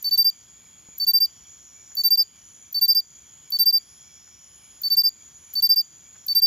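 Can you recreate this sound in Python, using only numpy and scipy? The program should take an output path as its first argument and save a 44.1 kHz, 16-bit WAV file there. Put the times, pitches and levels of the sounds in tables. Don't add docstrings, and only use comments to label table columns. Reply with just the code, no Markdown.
import sys
import numpy as np
from scipy import signal
from scipy.fft import rfft, irfft
from scipy.io import wavfile
from scipy.ndimage import uniform_filter1d, minimum_filter1d

SR = 44100
rng = np.random.default_rng(int(sys.argv[2]) if len(sys.argv) > 2 else 0)


def inscribe(sig):
    pcm = np.round(np.clip(np.atleast_2d(sig).T, -1, 1) * 32767)
    wavfile.write(sys.argv[1], SR, pcm.astype(np.int16))


N = 284886
TIME = np.arange(N) / SR

# f/Hz, relative level/dB
AIR_SPECTRUM = [(20, -28), (35, -13), (55, 2.5), (90, 0.5), (170, -1.5), (300, -7.5), (550, -14),
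                (1300, -11.5), (2700, -13), (4500, -14.5), (8000, -41), (13000, -17.5), (16000, -40.5)]
# f/Hz, side re mid/dB
AIR_WIDTH = [(40, -13), (150, -13.5), (550, -1), (1200, -1), (2500, -30), (5000, -16), (9000, 31),
             (13000, -12)]
# t/s, level/dB
LEAF_TOUCHES = [(1.92, -58.5), (4.28, -63), (6.16, -57)]
# t/s, peak level/dB
BUMP_HITS = [(.19, -48), (.888, -41), (2.96, -47), (3.596, -45.5), (3.664, -44)]
# f/Hz, relative level/dB, t60/s
BUMP_RING = [(183, -5.5, 0.042), (261, -5.5, 0.026), (480, -9.5, 0.018), (830, -14, 0.033)]
# f/Hz, width/Hz, level/dB, flicker/dB
NOISE_BANDS = [(6880, 334, -53, 2.5), (7000, 150, -65, 3), (3308, 130, -68, 2.5), (5345, 1300, -67.5, -2.5),
               (9857, 700, -75, -0.5), (2318, 71, -76.5, 3)]
# first call t/s, period/s, f/Hz, width/Hz, level/dB
SLOW_CALLERS = [(0.082, 0.285, 2324, 110.8, -74), (0.195, 1.09, 3055, 178.4, -74.5)]
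# start t/s, end t/s, level/dB
BUZZ_SPANS = [(2.35, 2.7, -62.5), (3.74, 4.07, -58.5), (4.38, 4.9, -58.5), (5.3, 5.605, -61)]
# start t/s, end t/s, f/Hz, level/dB, scattered re direct/dB
FAR_TRILLS = [(0, .47, 5940, -61, -7), (0.952, 1.965, 5790, -59, -0.5), (2.353, 3.32, 5930, -60, -9),
              (3.8, 4.5, 5770, -59.5, 1), (3.85, 4.847, 5195, -67, 5), (4.498, 4.85, 5840, -66, -1),
              (5.174, 6.1, 5940, -60.5, -9), (6.151, 6.46, 5730, -59, 2)]
# start t/s, stroke period/s, vigour (-1 to 1), flutter (0 to 1),
# number of clean strokes before the flutter sets in
CHIRP_CUES = [(0.042, .0670, -1, .03, 1), (0.998, .0677, -.2, .03, 1), (1.968, .0680, 0, .43, 3),
              (2.743, .0680, .2, .24, 2), (3.520, .0684, .2, .03, 1), (4.833, .0670, -.9, .27, 2),
              (5.553, .0684, 1, .26, 1), (6.281, .0684, .9, .02, 1)]
# length/s, f/Hz, level/dB, rise per vigour/Hz, gain per vigour/dB
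CLOSING_STROKES = [(.053, 4556, -22.5, 8.6, .4), (.055, 4670, -18.5, 48, 1.2), (.057, 4748, -14.5, 15, 1.2),
                   (.061, 4760, -15.4, 1.6, 0.45)]
# position (0 to 1), relative level/dB, pitch offset/Hz
LIGHT_STROKE = [(0, -16, 50), (.07, -3, 30), (.3, -.3, -10), (.6, 1.2, 5), (.82, .5, 40), (.92, -2, 20),
                (1, -15, -150)]
# position (0 to 1), relative level/dB, pitch offset/Hz
FIRM_STROKE = [(0, -17, -40), (.1, -3, -50), (.26, 1.2, -20), (.43, 3.4, -2), (.68, 1.5, 10), (.8, -.9, -4),
               (.92, -5.5, -90), (1, -17.5, -260)]
# f/Hz, relative level/dB
WING_SLIP_MODES = [(5228, -16), (5582, -25)]
# f/Hz, gain/dB
UPPER_RESONANCE = [(13400, -14), (13620, -10), (13705, -21), (13790, -14), (13850, -8), (13980, .5),
                   (14100, -1.5), (14170, -6), (14260, -9.5), (14340, -12.5)]
# f/Hz, gain/dB
RASP_SPECTRUM = [(2200, -77.5), (3200, -25.5), (3700, -12.5), (4200, -1.5), (4700, 2), (6000, -9.5),
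                 (8300, -21.5), (10500, -11), (13000, 4.5), (14200, -1), (15700, -10.5)]
# t/s, relative level/dB
SCRAPER_SNAGS = [(0.175, -27), (2.035, -30), (2.877, -35), (2.948, -26.5), (3.588, -28.5), (3.655, -29),
                 (5.621, -35), (5.688, -38), (6.347, -33.5)]


def undb(db):
    return 10 ** (np.asarray(db) / 20)


def unit(x):
    return x / np.sqrt(np.mean(np.abs(x) ** 2))


def colour(x, points):
    hz, db = np.transpose(points)
    bins = np.maximum(np.fft.rfftfreq(N, 1 / SR), 1)
    return irfft(rfft(x) * undb(np.interp(np.log(bins), np.log(hz), db)), N)


def band(hz, width_hz):
    detune = (np.fft.rfftfreq(N, 1 / SR) - hz) / width_hz
    return unit(irfft(rfft(rng.standard_normal(N)) / (1 + detune ** 2) ** 2, N))


def walk(rate_hz):
    hold = int(SR / rate_hz)
    steps = np.repeat(rng.standard_normal(N // hold + 1), hold)
    return 1.7 * uniform_filter1d(uniform_filter1d(steps, hold), hold)[:N]


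def wobble(n, size):
    return unit(np.convolve(rng.standard_normal(SR // 8), np.hanning(size), "same"))[:n]


def ports(tone, lead_rad):
    return np.sqrt(2) * np.real(tone * np.exp(.5j * lead_rad * np.array([[1], [-1]])))


def spread(mid, side):
    return mid + side * np.array([[1], [-1]])


def add(out, start_s, x):
    i = max(int(start_s * SR), 0)
    n = max(min(x.shape[-1], N - i), 0)
    out[..., i:i + n] += x[..., :n]


def night_air(db=-61, waver_db=.51):
    mid, side = (unit(colour(rng.standard_normal(N), AIR_SPECTRUM)) for _ in range(2))
    return undb(db + waver_db * walk(5.2)) * spread(mid, colour(side, AIR_WIDTH))


def rustles(width_s=.008, hz=1500, width_hz=1600):
    touch = sum(undb(db) * np.exp(-.5 * ((TIME - s) / width_s) ** 2) for s, db in LEAF_TOUCHES)
    return touch * band(hz, width_hz)


def bumps():
    out, t = np.zeros(N), np.arange(SR // 10) / SR
    ring = sum(undb(db - 60 * t / t60) * np.sin(2 * np.pi * hz * t) for hz, db, t60 in BUMP_RING)
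    for s, db in BUMP_HITS:
        add(out, s, undb(db) * ring / np.abs(ring).max())
    return out


def far_insects_and_hiss():
    out = np.zeros((2, N))
    for hz, width_hz, db, flicker_db in NOISE_BANDS:
        layer = ports(unit(signal.hilbert(band(hz, width_hz))), -.81)
        layer += spread(0, .18 * band(hz, width_hz))
        out += undb(db + flicker_db * (walk(40) + walk(5.023)) / 2) * layer
    for first_s, period_s, hz, width_hz, db in SLOW_CALLERS:
        calls = np.cos(np.pi * (TIME - first_s) / period_s) ** 4
        out += undb(db) * unit(calls) * spread(band(hz, width_hz), .083 * band(hz, width_hz))
    return out


def bush_cricket(hz=10130, width_hz=450):
    swell = sum(undb(db) * np.sin(np.pi * np.clip((TIME - start) / (end - start), 0, 1))
                for start, end, db in BUZZ_SPANS)
    return swell * ports(unit(signal.hilbert(band(hz, width_hz))), 2.06)


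def far_trills(stroke_hz=37.64, overtone_db=-24, fade_s=.024, blur_hz=240):
    out, waver_db, drift = np.zeros((2, N)), walk(8), walk(30)
    blur = unit(signal.hilbert(band(SR / 4, blur_hz))) * np.exp(-.5j * np.pi * np.arange(N))
    for start, end, hz, db, scattered_db in FAR_TRILLS:
        span = (TIME >= start) & (TIME < end)
        t = TIME[span] - start
        gate = np.clip(np.minimum(t, t[-1] - t) / fade_s, 0, 1)
        cycle = 2 * np.pi * stroke_hz * t
        phase = 2 * np.pi * np.cumsum(hz + 35 * np.sin(cycle) + 10 * drift[span]) / SR
        direct = unit(1 - .8 * np.cos(cycle)) * np.exp(1j * phase)
        scattered = undb(scattered_db) * blur[span] * np.exp(2j * np.pi * hz * t)
        overtone = undb(overtone_db) * ports(direct * np.exp(1j * phase), 0)
        voice = ports(unit(direct + scattered), -1.3) + overtone
        add(out, start, undb(db + waver_db[span]) * gate * voice)
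    return out


def foliage(x, width=.37, early_t60_s=.13, early_db=-24.5, late_t60_s=.6, late_db=-37):
    t = np.arange(SR // 2) / SR
    response = 0
    for t60_s, db in ((early_t60_s, early_db), (late_t60_s, late_db)):
        mid, side = rng.standard_normal((2, len(t))) * undb(-60 * t / t60_s) * (t > .003)
        response = response + undb(db) * spread(mid, width * side) / np.sqrt(np.sum(mid ** 2))
    dull = signal.sosfilt(signal.butter(1, 8000, fs=SR, output="sos"), x)
    return signal.fftconvolve(dull, response, axes=1)[:, :N]


def wing_opening(hz=13500, swing_hz=1100, warble_hz=210, db=-29):
    t = np.arange(int(.012 * SR)) / SR
    warble = np.sin(2 * np.pi * (warble_hz * t + rng.random()))
    pitch = hz + swing_hz * warble + 300 * wobble(len(t), size=30)
    return undb(db) * np.hanning(len(t)) * ports(np.exp(2j * np.pi * np.cumsum(pitch) / SR), 0)


def scraper_tick(hz=3750, t60_s=.0058, db=-42):
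    t = np.arange(SR // 20) / SR
    attack = 1 - np.exp(-t * hz / 2)
    return undb(db - 60 * t / t60_s) * attack * ports(np.exp(2j * np.pi * hz * t), .68)


def catch(rise_s=.0027):
    t = np.arange(SR // 20) / SR
    return t / rise_s * np.exp(1 - t / rise_s)


def file_rasp(envelope, grit_db=3, grit_hz=900):
    gritty = envelope * unit(undb(grit_db * walk(grit_hz)))
    mid, side = (colour(gritty * rng.standard_normal(N), RASP_SPECTRUM) for _ in range(2))
    return 2 * spread(mid, .35 * side)


def wing_stroke(shape, length_s, hz, flutter, flutter_hz,
                second_db=-24, third_db=-2.5, easing_db=-3, jitter_hz=6, shimmer=.08):
    n = int(length_s * SR)
    t, position = np.arange(n) / SR, np.linspace(0, 1, n)
    knots, db, offset_hz = np.transpose(shape)
    slow, grain, stray = wobble(n, size=400), wobble(n, size=80), wobble(n, size=600)
    pitch = hz + np.interp(position, knots, offset_hz)
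    phase = 2 * np.pi * np.cumsum(pitch + jitter_hz * grain) / SR
    swell = undb(np.interp(position, knots, db)) * signal.windows.tukey(n, .05)
    slip = flutter * np.sin(np.pi * position) ** 2
    beat_cycles = np.cumsum(flutter_hz * (1 + .12 * stray)) / SR + rng.random()
    beat = slip * np.exp(2j * np.pi * beat_cycles)
    roughness = (.1 * slip + .011) * grain
    first = unit(swell * (1 + 1.1 * beat / (1 + .5 * beat) + roughness)) * np.exp(1j * phase)
    for mode_hz, mode_db in WING_SLIP_MODES:
        first += slip * undb(mode_db) * np.exp(2j * np.pi * mode_hz * t)
    second = unit(swell) * np.exp(2j * phase)
    flare = undb(np.interp(3 * pitch, *np.transpose(UPPER_RESONANCE)))
    fades = np.clip(np.minimum(position / .05, (1 - position) / .2), 0, 1)
    grip = np.sqrt(swell) * undb(easing_db * position) * fades
    third = flare * unit(grip * (1 + .5 * beat + shimmer * (slow + grain))) * np.exp(3j * phase)
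    return ports(first, .68) + undb(second_db) * ports(second, 2.6) + undb(third_db) * ports(third, 0)


def cricket(catch_db=-40, scrape_db=-32, light_scrape_db=-47, brush_db=-55, brush_s=.033,
            opening_lead_s=.019, clean_flutter=.03, flutter_hz=163.6, flutter_spread_oct=.22):
    song, rasp_envelope = np.zeros((2, N)), np.zeros(N)
    for start_s, period_s, vigour, flutter, clean_strokes in CHIRP_CUES:
        add(song, start_s - opening_lead_s, wing_opening())
        add(song, start_s, scraper_tick())
        for k, (length_s, hz, db, vigour_hz, vigour_db) in enumerate(CLOSING_STROKES):
            onset_s, level_db = start_s + k * period_s, db + vigour * vigour_db
            shape = FIRM_STROKE if k else LIGHT_STROKE
            slip = clean_flutter if k < clean_strokes else flutter
            beat_hz = flutter_hz * 2 ** (flutter_spread_oct * rng.standard_normal())
            tone = wing_stroke(shape, length_s, hz + vigour * vigour_hz, slip, beat_hz)
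            add(song, onset_s, undb(level_db) * tone)
            n = int(length_s * SR)
            add(rasp_envelope, onset_s, undb(catch_db) * catch())
            add(rasp_envelope, onset_s, undb(level_db + scrape_db) * np.linspace(1, 0, n))
            if k == 0:
                add(rasp_envelope, onset_s, undb(light_scrape_db) * np.ones(n))
            add(rasp_envelope, onset_s - brush_s, undb(brush_db) * np.hanning(int(brush_s * SR)))
    for onset_s, db in SCRAPER_SNAGS:
        add(rasp_envelope, onset_s, undb(db) * catch(rise_s=.002))
    return song + file_rasp(rasp_envelope)


def scene():
    near = cricket()
    echo = foliage(near)
    backdrop = far_trills() + far_insects_and_hiss() + bush_cricket() + night_air()
    return near + echo + backdrop + bumps() + rustles()


def record(dry, threshold_db=-9.4, ratio=4, hold_s=.1, lag_s=.012, slew_s=.008, top_hz=15750):
    hold = int(hold_s * SR) | 1
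    peak = -minimum_filter1d(-np.abs(dry).max(axis=0), hold, origin=hold // 2)
    cut_db = (1 - 1 / ratio) * np.minimum(threshold_db - 20 * np.log10(peak + 1e-9), 0)
    late_cut_db = np.pad(cut_db, (int(lag_s * SR), 0))[:N]
    pole = np.exp(-1 / (slew_s * SR))
    gain = undb(signal.lfilter([1 - pole], [1, -pole], late_cut_db))
    return signal.sosfilt(signal.ellip(10, .2, 90, top_hz, fs=SR, output="sos"), dry * gain)


dry = scene()
out = record(dry)
inscribe(out)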